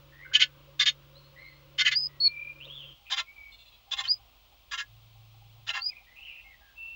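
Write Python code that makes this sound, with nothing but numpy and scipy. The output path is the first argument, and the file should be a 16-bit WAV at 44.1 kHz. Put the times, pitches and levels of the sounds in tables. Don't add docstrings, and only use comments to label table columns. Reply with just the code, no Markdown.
import sys
import numpy as np
from scipy import signal
from scipy.fft import rfft, irfft, next_fast_len
from scipy.io import wavfile
from scipy.ndimage import uniform_filter1d

SR = 44100
rng = np.random.default_rng(int(sys.argv[2]) if len(sys.argv) > 2 else 0)


def bounce(signal):
    frames = np.transpose(np.atleast_2d(signal))
    limited = np.clip(frames, -1, 1)
    pcm = np.round(limited * 32767).astype(np.int16)
    wavfile.write(sys.argv[1], SR, pcm)


N = 306495
TIME = np.arange(N) / SR
SWITCH_S = 2.93

# start, nominal length and nominal time to the peak in seconds, level in dB,
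# throat resonance in Hz, gain of the low part in dB.
RASP_NOTES = [(0.332, 0.047, 0.03, -19, 3083, -2.5), (0.391, 0.056, 0.036, -20, 3146, 3),
              (0.791, 0.054, 0.02, -22.5, 3550, 1.5), (.854, .053, 0.018, -22, 3450, -2.5),
              (1.778, 0.049, 0.041, -23, 3176, 2.5), (1.844, 0.054, .037, -22, 3120, 6),
              (1.91, 0.039, 0.016, -28.5, 3550, 4.5), (3.098, 0.059, 0.031, -30, 3500, 1.5),
              (3.159, 0.059, 0.038, -30.5, 3330, 3.5), (3.909, .045, 0.027, -31, 3470, -3.5),
              (3.964, 0.064, 0.041, -33, 3390, 5.5), (4.03, 0.061, 0.029, -39, 3170, 3.5),
              (4.71, 0.052, 0.032, -34.5, 3140, 5), (4.771, 0.06, 0.024, -34.5, 3110, 5),
              (5.664, 0.056, 0.038, -32, 2809, 1), (5.729, 0.083, 0.027, -34.5, 2669, 5.5)]
# start, length and attack in seconds, first and top pitch in Hz, glide time in
# seconds, final sag in Hz, time to the surge and its width in seconds, level in dB, tremor from 0 to 1.
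WHISTLE_NOTES = [(1.943, 0.13, .011, 4400, 5016, .019, 20, 0.027, 0.014, -21, 0.48),
                 (2.201, 0.081, .004, 4270, 4420, 0.013, 217, 0.06, 0.033, -18, 0.06),
                 (4.07, 0.076, 0.015, 3400, 4964, 0.013, 19.2, 0.044, 0.013, -19.5, 0.4),
                 (5.801, .105, 0.028, 4060, 5010, 0.029, 40, 0.067, 0.01, -25.5, 0.5)]


def great_tit():
    out = np.zeros(N)
    for start, *shape in RASP_NOTES:
        add(out, start, rasp(start, *shape))
    for start, *shape in WHISTLE_NOTES:
        add(out, start, whistle(*shape))
    return out


# start in seconds, low edge in Hz,
# treble gain in dB.
NEST_POSES = [(0, 1255, 3), (.6, 1277, 2.1), (2.9, 786, 3.5), (3.6, 760, 1), (4.5, 1086, 4), (5.3, 670, 2)]


def rasp(start, length, loudest_s, db, throat_hz, low_db, flap_hz=420, lead_s=0.0027):
    size = int(SR / 5)
    progress = np.interp(np.arange(size) / SR, [0, loudest_s - lead_s, length - lead_s], [0, .5, 1])
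    pressure = np.abs(np.sin(np.pi * progress)) ** .99 * undb(wander(size, 300))
    cycles = np.cumsum(flap_hz * np.exp(.5 * wander(size, 900))) / SR
    flaps = np.diff(np.floor(cycles), prepend=0) * undb(2 * rng.standard_normal(size))
    catch = np.maximum(wander(size, 260), 0)
    squeal = catch * sine(throat_hz * (1 + .05 * wander(size, 500)))
    source = pressure * (level(flaps, -3) + level(squeal, -12) + rng.standard_normal(size))
    _, low_hz, treble_db = [pose for pose in NEST_POSES if pose[0] <= start][-1]
    tilt = lambda f: undb(np.interp(f, [2000, 2900, 3970, 5400], [low_db, 0, 0, treble_db]))
    throat = lambda f: 1 + undb(3) * resonance(f, throat_hz, width=350) / 2
    note = colour(source, lambda f: nest_box(f, start, low_hz) * tilt(f) * throat(f))
    note = echoes(note, t60=.075, wet_db=-8, count=200)
    return level(note, db) * np.sqrt(length * SR / size)


def whistle(length, attack_s, first_hz, top_hz, glide_s, sag_hz, loudest_s, surge_s, db, tremor,
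            hold_db=-9.5, tremor_hz=125.4, sag_s=.009):
    t = np.arange(int(SR / 4)) / SR
    surge = np.exp(-((t - loudest_s) / surge_s) ** 2)
    shaky = tremor * (1 - surge)
    jitter = .0025 + .004 * shaky + .012 * np.exp(-t / .015)
    glide = top_hz + (first_hz - top_hz) * np.exp(-t / glide_s)
    sag = sag_hz * np.exp(np.minimum(t - length, 0) / sag_s)
    pitch = (glide - sag) * (1 + jitter * wander(len(t), 450))
    swell = envelope(t, length, attack_s, release=.0043) * undb(hold_db * (1 - surge))
    tremble = sine(tremor_hz * np.exp(.35 * wander(len(t), 100)))
    flutter = (1 + shaky * tremble) * undb(4 * shaky * wander(len(t), 120))
    tone = echoes(flutter * swell * sine(pitch), t60=.08, wet_db=-13, count=120)
    return level(tone, db) * np.sqrt(np.mean(swell ** 2))


# frequency in Hz, nominal width in Hz,
# relative gain in dB.
BOX_MODES_ROOF = [(1163, 120, -15.5), (1470, 13, -11), (1735, 32, -2), (2044, 18, -1.5), (2200, 100, -6),
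                  (2520, 85, -6), (2780, 17, -4.5), (3000, 43, -2), (3210, 24, -6.5), (3600, 30, -3),
                  (4036, 35, -10), (4350, 110, -8), (4860, 64, -23), (4745, 70, -13.5), (5240, 47, -16),
                  (5830, 200, -20.5), (6560, 81, -21.5), (6620, 120, -19.5), (7000, 150, -24.5)]
BOX_MODES_WALL = [(647, 82, -10), (801.5, 15, -6), (1056, 51, -1), (1142, 19, -13.5), (1371, 11, -4.5),
                  (1670, 20, -0.5), (1806, 75, -4.5), (2103, 35, -3.5), (2530, 17, -4.5), (2780, 23, -1),
                  (3110, 87, -2), (3476, 150, -1.5), (3810, 15, -5), (4070, 78, -4.5), (4900, 67, -6),
                  (5500, 97, -15), (6060, 77, -16), (6660, 68, -19), (7160, 76, -15)]


def nest_box(f, start, low_hz, top_hz=7300, width_scale=0.46, moss=.018):
    modes = BOX_MODES_ROOF if start < SWITCH_S else BOX_MODES_WALL
    posture = rng.standard_normal((len(modes), 2)) * [.007, 1.5]
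    power = 0
    for (hz, width, db), (shift, lift_db) in zip(modes, posture):
        damped_width = np.hypot(width_scale * width, moss * hz)
        power += (undb(db + lift_db) * resonance(f, hz * (1 + shift), damped_width)) ** 2
    high_pass = low_pass(low_hz, f, order=6)
    return np.sqrt(power) * high_pass * low_pass(f, top_hz, order=22)


# start and length in seconds, first and last
# pitch in Hz, level in dB before the song gain; held notes add a vibrato depth in Hz.
SLUR_NOTES = [(0.111, .11, 1720, 1815, -60), (.2, 0.081, 1790, 2060, -53), (.25, 0.025, 1535, 1480, -50.5),
              (.312, 0.039, 1480, 1502, -48), (1.351, 0.15, 1843, 2093, -55),
              (1.45, 0.099, 2060, 1950, -62), (2.08, 0.1, 1937, 1915, -67.5),
              (5.884, 0.059, 2400, 1880, -54), (5.955, 0.04, 2380, 2270, -54),
              (6.059, 0.11, 1850, 1990, -64), (6.43, .14, 2100, 1773, -59), (6.597, .14, 1620, 1540, -67)]
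BUZZ_NOTES = [(2.596, 0.072, 2230, 3477, -49.5), (2.665, 0.09, 2514, 3440, -49.5),
              (2.74, .12, 3355, 2540, -49), (2.768, .18, 3420, 2723, -55.5), (3.045, 0.16, 2460, 2270, -54),
              (6.15, .14, 2302, 2900, -53), (6.248, 0.096, 2705, 2296, -49),
              (6.318, 0.1, 2617, 2370, -52.5)]
HELD_NOTES = [(2.235, 0.18, 2378, 2347, -47.5, 28), (2.34, 0.2, 2349, 2387, -44.5, 36),
              (3.255, 0.15, 2205, 2386, -57.5, 16), (3.355, .185, 2300, 2228, -54, 14),
              (6.753, 0.22, 2670, 2700, -46.5, 8.5)]
# start in seconds, level in dB before the song gain.
CHIP_NOTES = [(1.145, -61.5), (1.22, -67), (1.376, -66.5), (1.439, -63), (1.52, -69.5)]


def thrush(song_gain_db=2.53):
    slur = dict(trill_depth_hz=40, trill_hz=89, bow=.52, throb=.63, overtone_db=-30)
    buzz = dict(trill_depth_hz=153, trill_hz=140, bow=.11, throb=.83, overtone_db=-35.5)
    held = dict(trill_hz=39, bow=0, throb=.28, overtone_db=-50)
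    twitter = dict(trill_depth_hz=208, trill_hz=682, bow=0, throb=1.5, overtone_db=-24.5)
    out = np.zeros(N)
    for notes, style in (SLUR_NOTES, slur), (BUZZ_NOTES, buzz), (HELD_NOTES, held):
        for start, *shape in notes:
            add(out, start, thrush_note(*shape, **style))
    for start, db in CHIP_NOTES:
        add(out, start, thrush_note(length=.065, first_hz=3730, last_hz=4190, db=db, **slur))
    for k in range(4):
        start, hz, db = 3.514 + .067 * k, 3520 - 73 * k, -57.5 - 1.5 * k
        add(out, start, thrush_note(length=.051, first_hz=hz, last_hz=hz, db=db, **twitter))
    return undb(song_gain_db) * out


def thrush_note(length, first_hz, last_hz, db, trill_depth_hz, trill_hz, bow, throb, overtone_db):
    progress = np.linspace(0, 1, int(length * SR))
    arch = bow * abs(last_hz - first_hz) * (1 - (2 * progress - 1) ** 2)
    glide = first_hz + (last_hz - first_hz) * progress + arch
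    trill = np.sin(2 * np.pi * trill_hz * length * progress) + .45 * wander(len(progress), 600)
    pitch = glide + trill_depth_hz * trill
    swell = signal.windows.tukey(len(progress), .4) * (1 + throb * trill)
    tone = sine(pitch) + undb(overtone_db) * sine(2 * pitch)
    note = np.pad(swell * tone, (0, SR // 2))
    note = echoes(note, t60=.08, wet_db=-6, count=60)
    note = echoes(note, t60=.5, wet_db=-6, count=300)
    return level(note, db) * np.sqrt(len(progress) / len(note))


# time in seconds, level in dB.
FIRM_BUMPS = [(.41, -64.5), (.68, -65.5), (1.16, -65), (2.21, -66), (2.669, -64), (3.87, -65.5),
              (5.42, -70)]


def bumps(push_s=.008, fidgets_per_s=4, fidget_db=-73.5):
    out = np.zeros(N)
    t = np.arange(int(SR / 8)) / SR
    chance = rng.random((int(fidgets_per_s * N / SR), 2))
    fidgets = [(when * N / SR, fidget_db + 2 * force - 1) for when, force in chance]
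    for start, db in FIRM_BUMPS + fidgets:
        hz, width = (550, 13) if start < SWITCH_S else (801, 12)
        push = rng.standard_normal(len(t)) * t * np.exp(-t / push_s)
        ring = colour(push, lambda f: resonance(f, hz, width) * low_pass(f, 1.2 * hz, order=5))
        add(out, start - push_s, level(ring, db))
    return out


# frequency in Hz, relative density in dB.
ROOF_SPECTRUM = [(25, 3), (42, 9.5), (65, 2.5), (110, 10), (200, -7), (330, 7), (440, -3.5), (545, 11.5),
                 (650, -5.5), (800, -3.5), (1100, 3.5), (1800, -7.5), (3000, 0), (5000, -10.5),
                 (9000, -23.5), (15000, -23.5)]
WALL_SPECTRUM = [(25, 0), (45, 12.5), (70, 8.5), (110, -1), (200, -7.5), (450, -9.5), (780, -1.5),
                 (900, -7), (1100, -3.5), (1750, -15.5), (2500, -4), (3200, -2), (5000, -11.5), (9000, -24),
                 (15000, -25.5)]
# start and length in seconds, added level in dB.
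HUM_SWELLS = [(3.978, .29, -67), (4.824, 0.925, -57)]


def background(crossfade_s=.022, rest_db=-78.5):
    roof = air(ROOF_SPECTRUM, -60.5) + hum(141, -60.5) + hum(140, -72.5, waver_db=6)
    roof = roof + hum(70, -69, waver_db=0) + hum(310, -78.5, waver_db=5)
    swells = sum(undb(db) * envelope(TIME - start, length, attack=.1, release=.067)
                 for start, length, db in HUM_SWELLS)
    swell_db = 20 * np.log10(swells + undb(rest_db))
    wall = air(WALL_SPECTRUM, -62.5) + hum(111, swell_db, waver_db=1.5, rate=22)
    wall += hum(134, swell_db - 14, waver_db=3, rate=16)
    moved = np.clip((TIME - SWITCH_S) / crossfade_s, 0, 1)
    return roof * (1 - moved) + wall * moved


def air(spectrum, db, flicker_db=1.5):
    hz, density_db = np.transpose(spectrum)
    noise = colour(rng.standard_normal(N), lambda f: undb(np.interp(np.log(f), np.log(hz), density_db)))
    low = signal.sosfiltfilt(signal.butter(2, 1300, fs=SR, output="sos"), noise)
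    return level(noise + low * (undb(flicker_db * wander(N, 21)) - 1), db)


def electronics(hum_hz=50, whine_hz=15625):
    return hum(hum_hz, -66.5, waver_db=0, rate=26) + hum(whine_hz, -68.5, rate=90)


def hum(hz, db, waver_db=1, rate=6):
    tone = np.sqrt(2) * np.sin(2 * np.pi * (hz * TIME + rng.random()))
    return tone * undb(db + waver_db * wander(N, rate))


def echoes(x, t60, wet_db, count):
    delay, polarity = rng.random((count, 2)).T
    taps = np.sign(polarity - .5) * np.exp(-np.log(1000) * delay)
    response = np.zeros(int(t60 * SR) + 2)
    np.add.at(response, (delay * t60 * SR).astype(int) + 1, taps)
    response *= undb(wet_db) / np.sqrt(np.sum(response ** 2))
    response[0] = 1
    return signal.fftconvolve(x, response)[:len(x)]


def colour(x, gain):
    size = next_fast_len(len(x) + 8192, True) // 2 * 2
    f = np.arange(size // 2 + 1) * SR / size + 1
    cepstrum = irfft(np.log(gain(f) + 1e-9))
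    cepstrum[1:size // 2] *= 2
    cepstrum[size // 2 + 1:] = 0
    return irfft(rfft(x, size) * np.exp(rfft(cepstrum)))[:len(x)]


def resonance(f, hz, width):
    return 1 / np.sqrt(1 + ((f * f - hz * hz) / (f * width)) ** 2)


def low_pass(f, hz, order):
    return 1 / np.sqrt(1 + (f / hz) ** (2 * order))


def sine(hz):
    return np.sin(2 * np.pi * np.cumsum(hz) / SR)


def envelope(t, length, attack, release):
    return np.clip(np.minimum(t / attack, (length - t) / release), 0, 1)


def wander(size, rate):
    step = max(int(SR / rate), 1)
    stairs = np.repeat(rng.standard_normal(size // step + 1), step)
    return 1.2 * uniform_filter1d(stairs, step)[:size]


def undb(db):
    return 10 ** (np.asarray(db) / 20)


def level(x, db):
    return x * undb(db) / np.sqrt(np.mean(x ** 2) + 1e-18)


def add(out, start, x):
    i = max(int(start * SR), 0)
    out[i:i + len(x)] += x[:max(N - i, 0)]


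def scene():
    mid = great_tit() + thrush() + bumps() + background() + electronics()
    width = echoes(mid, t60=.01, wet_db=-12, count=30) - mid
    side = undb(-24) * colour(width, lambda f: low_pass(f, 7500, order=8))
    return np.array([mid + side, mid - side])


def record(dry):
    return signal.sosfilt(signal.ellip(10, .1, 80, 16000, fs=SR, output="sos"), dry)


dry = scene()
out = record(dry)
bounce(out)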